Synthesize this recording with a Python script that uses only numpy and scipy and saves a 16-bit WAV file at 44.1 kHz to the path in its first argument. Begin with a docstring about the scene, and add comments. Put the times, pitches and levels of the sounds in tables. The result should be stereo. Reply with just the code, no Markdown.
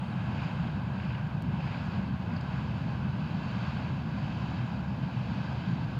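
"""An open thermal basin, with a steam vent roaring steadily some way off.
Turbulence rumbles in its throat, the jet above it hisses, and light wind sways the treble.
The wind brushes two microphone ports, whose resonances colour the hiss; a faint fizz fades at the start.
Someone takes four soft steps on grit to the left, and a few faint ticks sound close by.
There is one sharp, dry click, like a digital glitch."""
import sys
import numpy as np
from scipy import signal
from scipy.fft import rfft, irfft
from scipy.io import wavfile
from scipy.ndimage import uniform_filter1d

SR = 44100
rng = np.random.default_rng(int(sys.argv[2]) if len(sys.argv) > 2 else 0)


def wrap_up_sound(samples):
    """Save the sound to the file named by the first command line argument, as 16-bit audio."""
    columns = np.atleast_2d(samples).T
    # keep every value between -1 and 1, then stretch to whole-number steps
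    tamed = np.clip(columns, -1, 1)
    steps = np.round(tamed * 32767).astype(np.int16)
    wavfile.write(sys.argv[1], SR, steps)


N = 264159
TIME_S = np.arange(N) / SR
FRAME, HOP = 1024, 256  # samples
BIN_HZ = np.fft.rfftfreq(FRAME, 1 / SR)
FRAME_S = np.arange(N // HOP + 5) * HOP / SR
GRID = (len(FRAME_S), len(BIN_HZ))


def gain(db):
    """Decibels to amplitude."""
    return 10 ** (np.asarray(db) / 20)


def pan(left_db=0, right_db=0):
    """Channel gains as a column."""
    return gain([[left_db], [right_db]])


def unit_rms(x):
    """Scales to rms 1."""
    return x / np.sqrt(np.mean(x ** 2) + 1e-20)


def lookup(table, hz):
    """Value columns of a table, interpolated over log frequency."""
    knots_hz, *columns = np.transpose(table)
    return np.array([np.interp(np.log(hz + 1), np.log(knots_hz + 1), column) for column in columns])


def coloured(x, spectrum):
    """Filters x by a spectrum table, to rms 1."""
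    response = gain(lookup(spectrum, np.fft.rfftfreq(N, 1 / SR))[0])
    return unit_rms(irfft(rfft(x) * response, N))


def bell(x, centre, width):
    """Gaussian of height 1, width at half height."""
    return 2 ** -((2 * (x - centre) / width) ** 2)


def wander(t, slow_hz, fast_hz, count=24):
    """Random drift of rms 1: sines of random phase between two rates."""
    rates_hz = np.geomspace(slow_hz, fast_hz, count)
    return unit_rms(sum(np.sin(2 * np.pi * (hz * t + rng.random())) for hz in rates_hz))


def burst(centre_s, length_s, level_db, pitch_hz, width_hz):
    """Short puff of noise around one pitch."""
    t = np.arange(-2048, 2048) / SR
    band = bell(np.fft.rfftfreq(len(t), 1 / SR), pitch_hz, width_hz)
    noise = irfft(rfft(rng.standard_normal(len(t))) * band)
    envelope = bell(t, 0, length_s)
    puff = envelope * noise / np.sqrt(np.average(noise ** 2, weights=envelope ** 2))
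    return gain(level_db) * np.interp(TIME_S, round(centre_s * SR) / SR + t, puff, left=0, right=0)


# Throat spectrum: (frequency [Hz], relative density [dB])
THROAT_SPECTRUM = [(15, -40.5), (32, -37), (40, -33.5), (50, -20.5), (70, -6.5), (103, -5), (123, 1.5),
                   (160, -1.5), (200, -2), (220, -7), (300, -18), (370, -24), (430, -34.5), (800, -85)]
# Moments where the random low rumble swells briefly: (time [s], rise [dB])
RUMBLE_SWELLS = [(.64, 2.5), (1.52, 2.5), (3.07, 3.6), (5.71, 2)]


def throat_rumble(level_db=-32.5, throb_rms_db=0.65, swell_s=0.092):
    """Turbulence booms in the throat, wavering in level; its long waves reach both ports alike."""
    boom = coloured(rng.standard_normal(N), THROAT_SPECTRUM)
    boom /= np.sqrt(uniform_filter1d(boom ** 2, size=8000))  # steady pressure keeps the flow even
    throb_db = throb_rms_db * np.interp(TIME_S, FRAME_S, wander(FRAME_S, slow_hz=1.232, fast_hz=5))
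    swell_db = sum(rise_db * bell(TIME_S, time_s, swell_s) for time_s, rise_db in RUMBLE_SWELLS)
    return boom * gain(level_db + throb_db + swell_db) * pan(left_db=-0.25)


# Left-right likeness: (frequency [Hz], coherence [0-1])
PORT_COHERENCE = [(400, .85), (650, .96), (1000, .94), (1230, .72), (1480, .83), (1590, .45), (1720, .96),
                  (1920, .96), (2120, .25), (2700, .88), (2860, .5), (3100, .86), (3750, .45), (4350, .9),
                  (5000, .56), (6900, .75), (8000, .25)]
# Left port's phase lead: (frequency [Hz], lead [rad])
PORT_LEAD = [(350, 0), (680, .55), (1060, .4), (1260, 1.5), (1530, .7), (1650, -2.2), (2030, -3.9),
             (2130, .2), (2420, -2), (2560, -.2), (2800, .8), (2920, -1.3), (3230, -.8), (3680, 2.4),
             (3820, 5.8), (4250, 9.5), (5500, 9.8), (6750, 12.5)]
# Port resonances, left and right: (frequency [Hz], width [Hz], boost [dB])
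LEFT_RESONANCES = [(1490, 130, 7.5), (1770, 153, 16), (2860, 680, 6), (3610, 180, 3.5), (3840, 120, 3),
                   (4500, 317, 8), (5290, 350, 3), (5950, 350, 0.5), (6860, 350, 4)]
RIGHT_RESONANCES = [(1643, 336, 6.44), (2564, 390, 9.1), (3120, 220, 7.6), (4000, 290, 7), (4370, 500, 5.7),
                    (5400, 260, 3), (6000, 390, 3.8), (6920, 400, 7.2)]


def port_spectra():
    """Short-time spectra of one noise source at two resonant microphone ports, partly coherent."""
    left, independent = rng.standard_normal((2, *GRID)) + 1j * rng.standard_normal((2, *GRID))
    coherence = np.clip(lookup(PORT_COHERENCE, BIN_HZ), 0, 1)
    right = coherence * left + np.sqrt(1 - coherence ** 2) * independent
    right *= np.exp(-1j * lookup(PORT_LEAD, BIN_HZ))
    resonance_db = [sum(db * bell(BIN_HZ, hz, width_hz) for hz, width_hz, db in port)
                    for port in (LEFT_RESONANCES, RIGHT_RESONANCES)]
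    return np.array([left, right]) * gain(resonance_db)[:, None]


# Jet spectrum: (frequency [Hz], left relative density [dB], right relative density [dB])
JET_SPECTRUM = [(152, -28, -28), (430, -10.5, -8.5), (503, -5.5, -4.5), (970, -2.5, 0), (1196, -11.5, -3),
                (2070, -19, -8), (2870, -16, -19.5), (3780, -18, -25), (5024, -18.5, -28), (5610, -32, -31),
                (6600, -35.5, -38), (7400, -42.5, -41.5), (8900, -54, -52.5), (14000, -71.5, -75.5)]
# Swell as the wind carries the hiss, before weighting: (time [s], swell [dB])
WIND_SWELL = [(0.08, -0.3), (0.42, 3.5), (0.85, -0.7), (1.05, 0.9), (1.42, -2.4), (1.72, 2.2), (1.97, 1.2),
              (2.13, -2), (2.55, 0.8), (3.14, -1), (3.69, 2.5), (4.05, -1.6), (4.24, 0.6), (4.55, 0.5),
              (4.85, -2), (5.08, -1.9), (5.36, 0.6), (5.95, -2)]
# Swell weighting, short waves most: (frequency [Hz], weight [dB/dB])
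SWELL_WEIGHT = [(700, 0.5), (1400, 0.97), (2500, 1.2), (4000, 1.33), (6500, 1.46)]


def jet_hiss(level_db=-42.5, eddy_db=0.71, flutter_db=0.32,
             brighten_db_per_s=1.08, bright_hz=5200, bright_width_hz=4500):
    """Mixing noise of the jet: eddies flutter it, wind sways it, and the treble slowly opens up."""
    eddies = uniform_filter1d(rng.standard_normal(GRID), size=9, axis=0)  # smooth in time
    eddies = unit_rms(uniform_filter1d(eddies, size=18, axis=1))  # and in frequency
    flutter = unit_rms(uniform_filter1d(rng.standard_normal(len(FRAME_S)), size=4))[:, None]
    swell = np.interp(FRAME_S, *np.transpose(WIND_SWELL))
    sway_db = np.outer(swell, lookup(SWELL_WEIGHT, BIN_HZ)[0])
    treble = bell(BIN_HZ, bright_hz, bright_width_hz)
    bright_db = brighten_db_per_s * np.outer(FRAME_S - FRAME_S.mean(), treble)
    motion_db = eddy_db * eddies + flutter_db * flutter + sway_db + bright_db
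    colour_db = lookup(JET_SPECTRUM, BIN_HZ)[:, None]
    spectra = np.swapaxes(port_spectra() * gain(colour_db + motion_db), 1, 2)
    _, hiss = signal.istft(spectra, nperseg=FRAME, noverlap=FRAME - HOP)
    return gain(level_db) * unit_rms(hiss[:, :N])


# Wind on the ports: (frequency [Hz], relative density [dB])
BREEZE_SPECTRUM = [(15, -19), (40, -13), (85, 4.5), (140, 8), (200, 1.5), (260, -8.5), (370, 6.5),
                   (450, -35)]


def breeze(level_db=-58.5):
    """Light wind brushes each port independently."""
    return gain(level_db) * coloured(rng.standard_normal((2, N)), BREEZE_SPECTRUM)


def fizz(level_db=-77, half_fall_s=0.17):
    """Faint high fizz that fades from the start."""
    spectrum = [(5000, -40), (7800, 0), (10000, -4), (13000, -18)]  # (frequency [Hz], density [dB])
    envelope = bell(TIME_S, 0, 2 * half_fall_s)
    return gain(level_db) * envelope * coloured(rng.standard_normal((2, N)), spectrum)


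# Steps: (heel-down time [s], roll length [s], grit level [dB], heel level [dB])
FOOTFALLS = [(.357, 0.15, -49, -39), (.985, 0.24, -54, -58), (1.595, 0.17, -50, -42),
             (2.295, 0.093, -56, -46)]
# Grit crunch: (frequency [Hz], relative density [dB])
GRIT_SPECTRUM = [(600, -31.5), (1300, -5.5), (2000, 2), (2600, 9.5), (3100, -3), (3600, -18.5),
                 (4800, -1.5), (6000, -32.5), (9000, -47)]


def footsteps(grains_per_s=1800, spread_db=3, heel_hz=750, heel_width_hz=500, heel_s=0.01434):
    """The heel lands with a dull scuff, then the sole rolls over many small grains."""
    hits = rng.random((3, N)) < grains_per_s / SR  # streams: left, right, shared
    grains = hits * np.sign(rng.standard_normal((3, N)))
    grains *= gain(spread_db * np.minimum(rng.exponential(1, grains.shape), 4))
    crunch = coloured(grains[:2] + grains[2], GRIT_SPECTRUM)
    roll, heels = np.zeros((2, N))
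    for time_s, roll_s, grit_db, heel_db in FOOTFALLS:
        progress = np.clip((TIME_S - time_s) / roll_s, 0, 1)
        roll += gain(grit_db) * np.sqrt(np.sin(np.pi * progress).clip(0))
        heels += burst(time_s + heel_s / 2, heel_s, heel_db, heel_hz, heel_width_hz)
    return (crunch * roll + heels) * pan(right_db=-4)


# Stones under the shoe: (time [s], level [dB], pitch [Hz])
STONE_CRACKS = [(0.447, -50, 1900), (1.001, -41.5, 2500), (1.036, -49, 2300), (1.107, -45, 2450),
                (1.151, -40.5, 2600), (1.607, -43, 2320), (1.675, -43.5, 1800), (1.724, -50, 2250),
                (1.746, -42, 2720), (2.307, -46, 2200), (2.331, -51, 1710), (2.369, -49, 1510)]


def stones(length_s=0.0056, width_hz=1200):
    """Larger stones give way one by one with a short crack."""
    cracks = sum(burst(time_s, length_s, db, hz, width_hz) for time_s, db, hz in STONE_CRACKS)
    return cracks * pan(right_db=-5)


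def click(time_s=1.4233, level_db=-32.5, decay_s=0.00038):
    """One sharp, dry click, like a digital glitch: a sudden jump that dies at once."""
    age_s = (np.arange(N) - round(time_s * SR)) / SR
    pulse = (age_s >= 0) * np.exp(-abs(age_s) / decay_s)
    return gain(level_db) * pulse * pan(left_db=-3)


# Nearby ticks: (time [s], length [s], level [dB], pitch [Hz], width [Hz])
NEAR_TICKS = [(2.3675, 0.0039, -45, 4690, 350), (2.411, 0.0063, -52, 4740, 500),
              (2.412, .006, -65, 6950, 1290)]


def ticks():
    """Short, softly pitched ticks a little to the left."""
    return sum(burst(*tick) for tick in NEAR_TICKS) * pan(right_db=-7)


def scene():
    """The vent in open air, with no walls to echo it, plus the smaller sounds."""
    return throat_rumble() + jet_hiss() + breeze() + fizz() + footsteps() + stones() + click() + ticks()


def record(dry, floor_db=-79, cutoff_hz=15800):
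    """Microphone hiss, then the band limit."""
    noisy = dry + gain(floor_db) * rng.standard_normal(dry.shape)
    lowpass = signal.firwin(511, cutoff_hz, window=("kaiser", 9), fs=SR)
    return signal.oaconvolve(noisy, lowpass[None], "same")


dry = scene()
out = record(dry)
wrap_up_sound(out)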